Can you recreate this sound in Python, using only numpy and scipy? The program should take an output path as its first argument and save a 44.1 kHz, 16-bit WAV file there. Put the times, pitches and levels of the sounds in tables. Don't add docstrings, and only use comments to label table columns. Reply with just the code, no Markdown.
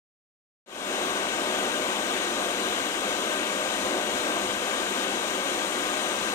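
import sys
import numpy as np
from scipy import signal
from scipy.fft import rfft, irfft, next_fast_len
from scipy.io import wavfile
from scipy.ndimage import uniform_filter1d, map_coordinates

SR = 44100
rng = np.random.default_rng(int(sys.argv[2]) if len(sys.argv) > 2 else 0)


def store_wav(level_fs):
    pcm = np.round(np.clip(np.atleast_2d(level_fs), -1, 1) * 32767)
    wavfile.write(sys.argv[1], SR, pcm.T.astype(np.int16))


def boost(x):
    u = np.asarray(x, float) / 20
    return 10 ** u


N = 279594
TURN_S = 3.6


def unit(x):
    return x / np.sqrt(np.mean(x ** 2) + 1e-20)


def along(points, hz):
    f, v = np.transpose(points)
    return np.interp(np.log(hz + 1), np.log(f + 1), v)


def wobble(rate):
    knots = rng.standard_normal(int(N * rate / SR) + 4)
    return map_coordinates(knots, [np.arange(N) * rate / SR])


def swell(s, length):
    return np.exp(-((np.arange(N) / SR - s) / length) ** 2)


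def filtered(x, response):
    m = next_fast_len(N + SR // 2)
    hz = np.fft.rfftfreq(m, 1 / SR)
    return irfft(rfft(x, m) * response(hz), m)[..., :N]


def turbulence(patchy_db):
    # f/Hz, likeness/0-1
    likeness = [(30, .72), (140, .8), (200, .98), (700, .92), (1900, .77), (2120, .3), (2350, .68),
                (4100, .68), (4900, .3), (6300, .55), (8800, .1), (12000, .45), (15000, .05)]
    # f/Hz, phase/rad
    left_lead = [(0, 0), (850, 1.2), (1100, 1.7), (1500, 1.8), (1900, 2.6), (2250, 1.7), (3400, 2.4),
                 (3700, 3.3), (4900, 3.6), (5150, 5.8), (7700, 7), (10300, 16.5), (14500, 21.3),
                 (15800, 25)]
    z = signal.stft(rng.standard_normal((2, N)), nperseg=512)[2]
    patches = uniform_filter1d(rng.standard_normal(z.shape[1:]), size=6, axis=0)
    patches = uniform_filter1d(patches, size=10, axis=1)
    near, other = signal.istft(z * boost(patchy_db * unit(patches)), nperseg=512)[1][:, :N]

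    def alike(hz):
        return np.clip(along(likeness, hz), 0, 1)

    def late(hz):
        return np.exp(-1j * np.interp(hz, *np.transpose(left_lead)))

    shared = filtered(near, lambda hz: alike(hz) * late(hz))
    own = filtered(other, lambda hz: np.sqrt(1 - alike(hz) ** 2))
    return np.array([near, shared + own])


def ports(hz):
    # f/Hz, level/dB per Hz
    left_stream = [(20, -88.0), (70, -77.6), (140, -80.9), (180, -70.7), (310, -61.5), (770, -62.0),
                   (1920, -65.3), (4000, -63.6), (4250, -72.3), (6770, -71.0), (9510, -73.7),
                   (10590, -87.4), (12460, -82.9), (15740, -90.9)]
    # f/Hz, level/dB per Hz
    right_stream = [(20, -87.2), (70, -76.1), (140, -79.3), (200, -69.1), (310, -61.5), (1670, -68.6),
                    (2470, -78.1), (3540, -71.5), (5390, -85.8), (5440, -89.8), (7590, -97.9),
                    (9360, -111.3), (11480, -96.1), (15650, -106.7)]
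    # f/Hz, width/Hz, left/dB, right/dB
    ripples = [(242, 69, 2.9, 2.9), (365, 36, 3.9, 4.6), (438, 31, -5.7, -5.6), (494, 72, 3.3, 5.0),
               (630, 23, -2.6, -2.8), (716, 52, 2.6, 2.8), (883, 54, -2.6, -3.3), (919, 36, 7, 4),
               (958, 37, -4.2, -0.6), (1102, 27, 2.4, 4.0), (1188, 59, 3.9, 3.5), (1360, 50, -1.9, 1.2),
               (1446, 31, -5.7, -5.6), (1555, 92, 7.6, 1.3), (1699, 35, -3.9, -7.1), (1876, 68, 3.8, 1.5),
               (2059, 109, -0.3, -2.0), (2244, 60, 2.2, -1.4), (2641, 69, 1.7, 2.2), (2792, 42, -2.6, -0.8),
               (3033, 57, 1.2, 4.3), (3458, 54, -4.8, -0.7), (3865, 124, -2.9, -5.0),
               (4691, 177, -1.7, -4.0), (4997, 231, -2.5, 3.4), (5441, 181, -3.9, -2.3),
               (5946, 201, 1.6, 3.8), (6596, 141, 3.2, -0.0), (7316, 273, 1.6, -1.7),
               (8175, 149, 0.7, -6.9)]
    ripple_db = sum(np.outer([left, right], np.exp(-((hz - centre) / width) ** 2))
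                    for centre, width, left, right in ripples)
    return boost(np.array([along(left_stream, hz), along(right_stream, hz)]) + ripple_db)


def rush():
    brighten_db_per_s, shade_db_per_s = 0.17, 0.18
    since = np.arange(N) / SR - TURN_S
    lean = lambda hz: ports(hz) * boost(-2.5 / (1 + (hz / 750) ** 3))
    stream = filtered(turbulence(patchy_db=0.72), lean) * np.sqrt(SR / 2)
    treble = filtered(stream, lambda hz: 1 / (1 + (4500 / (hz + 1)) ** 6))
    tilt = boost(brighten_db_per_s * since + 0.086 * wobble(8.9))
    turned = boost(np.outer([0, -1], shade_db_per_s * since))
    breath = boost(0.3 * wobble(12))
    return breath * turned * (stream + (tilt - 1) * treble)


def whine():
    # multiple, left/dB, right/dB, left lead/rad
    orders = [(1, -49.7, -49.8, .1), (3, -41.5, -45.5, .9), (5, -45.5, -47.3, 2), (6, -44.4, -53.9, 1.5),
              (7, -43.9, -50.5, -2.9), (8, -52, -55, 2), (11, -47.9, -68, 1.6), (14, -47.4, -61, 1.9),
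              (15, -58, -61, 2.2), (16, -50.8, -62, 2.5), (17, -56.3, -67.6, 2.4), (30, -61.4, -79, -.6)]
    shaft_hz = 203.43
    turns = np.cumsum(shaft_hz + 0.2405 * wobble(3) + 0.274 * wobble(25)) / SR
    out = np.zeros((2, N))
    for k, left_db, right_db, lead in orders:
        phase = 2 * np.pi * (round(k) * turns + rng.random())
        tone = np.sin([phase, phase - lead]) * boost([[left_db], [right_db]])
        breath = boost(-0.1 + 2.1 * wobble(10))
        out += np.sqrt(2) * breath * tone
    return out


def flame():
    # f/Hz, level/dB
    roar_share = [(60, -60), (130, -0.5), (190, 4.5), (520, 3.5), (800, 2), (1500, -5), (4000, -60)]
    # f/Hz, level/dB per Hz
    flutter_colour = [(5, -60), (15, -20), (30, -10), (60, 0.5), (100, 2), (150, -2), (250, -34),
                      (600, -120)]
    # t/s, rise/dB, length/s
    flares = [
        (1.15, 1.5, 0.16),
        (1.67, 5, 0.052),
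        (3.92, 7, .1),
        (4.12, 3.5, 0.092),
        (4.31, 7, 0.15),
        (5.5, 2.5, .15),
    ]
    # t/s, left rise/dB, right rise/dB, length/s
    puffs = [
        (2.81, 6, 9, .05),
        (3.84, 0, 20, .08),
        (4.16, 15, 17, .05),
        (4.368, 12, 17, 0.15),
        (4.58, 10, 13, 0.085),
        (6.25, 13, 13, .06),
    ]
    roar_db, sink_db_per_s, flutter_db = -38.5, 0.85, -68
    roar_db = roar_db - sink_db_per_s * (np.arange(N) / SR - TURN_S)
    roar_db += sum(rise_db * swell(s, length) for s, rise_db, length in flares)
    flutter_db = flutter_db + sum(np.outer(rise_db, swell(s, length)) for s, *rise_db, length in puffs)
    roar = unit(filtered(turbulence(patchy_db=0.5), lambda hz: ports(hz) * boost(along(roar_share, hz))))
    flutter = unit(filtered(turbulence(patchy_db=3.0), lambda hz: boost(along(flutter_colour, hz))))
    lumps_db = 1.5 * wobble(5) + 1.16 * wobble(14)
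    flicker_db = 2.5 * wobble(6) + 2.4 * wobble(27)
    return boost(roar_db + lumps_db) * roar + boost(flutter_db + flicker_db) * flutter


def spits():
    # t/s, left/dB, right/dB
    cracks = [
        (3.842, -45, -42),
        (3.849, -39, -26),
        (3.879, -45, -38),
        (3.889, -56, -52),
        (4.441, -50, -46),
        (6.066, -50, -46),
    ]
    # f/Hz, level/dB per Hz
    crack_colour = [(150, -20), (1000, 2), (3000, 0), (6000, -8), (9500, -24), (12500, -13), (15500, -17)]
    out = np.zeros((2, N))
    t = np.arange(SR // 100) / SR
    for s, left_db, right_db in cracks:
        burst = rng.standard_normal(len(t)) * boost(-60 * t / 0.004)
        start = round(s * SR)
        out[:, start:start + len(t)] += boost([[left_db], [right_db]]) * burst
    return 3 * filtered(out, lambda hz: boost(along(crack_colour, hz)))


def starved(x, scatter_db):
    # f/Hz, left/dB, right/dB
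    bars = np.array([(2500, -22, -20), (4500, -12, -8), (5500, -12, -3), (7000, -14, -3), (9000, -14, 2),
                     (10700, -5, -2), (12500, -8, -3), (14500, -6, -1), (15600, -2, 4)])
    lead_in = 762
    window = np.sin(np.pi * (np.arange(2048) + 0.5) / 2048)
    hz, _, z = signal.stft(np.pad(x, ((0, 0), (lead_in, 0))), SR, window, 2048)
    mean = uniform_filter1d(np.mean(abs(z) ** 2, axis=2), size=9, axis=1)[..., None]
    share_db = np.array([along(bars[:, [0, port]], hz) for port in (1, 2)])[..., None]
    luck = unit(uniform_filter1d(rng.standard_normal((2, 86, z.shape[2])), size=2, axis=2))
    luck = np.repeat(luck, 12, axis=1)[:, :len(hz)]
    kept = z * (abs(z) > np.sqrt(mean) * boost(share_db + scatter_db * luck))
    left_over = uniform_filter1d(np.mean(abs(kept) ** 2, axis=2), size=9, axis=1)[..., None]
    kept *= np.sqrt(mean / (left_over + 1e-30))
    return signal.istft(kept, SR, window, 2048)[1][:, lead_in:][:, :N]


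def scene():
    return boost(0.2) * rush() + whine() + flame() + spits()


def top_cut(x):
    return signal.sosfilt(signal.butter(12, 16170, fs=SR, output="sos"), x)


def record(dry):
    # ramp starts t/s, sound opens t/s, full t/s
    fade_times = (.657, .66, .95)
    starts, opens, full = fade_times
    t = np.arange(N) / SR
    fade = np.clip((t - starts) / (full - starts), 0, 1) * (t > opens)
    limited = filtered(dry, lambda hz: hz < 15750)
    phone = starved(limited - 0.0005, scatter_db=4.5)
    return top_cut(phone * fade)


dry = scene()
out = record(dry)
store_wav(out)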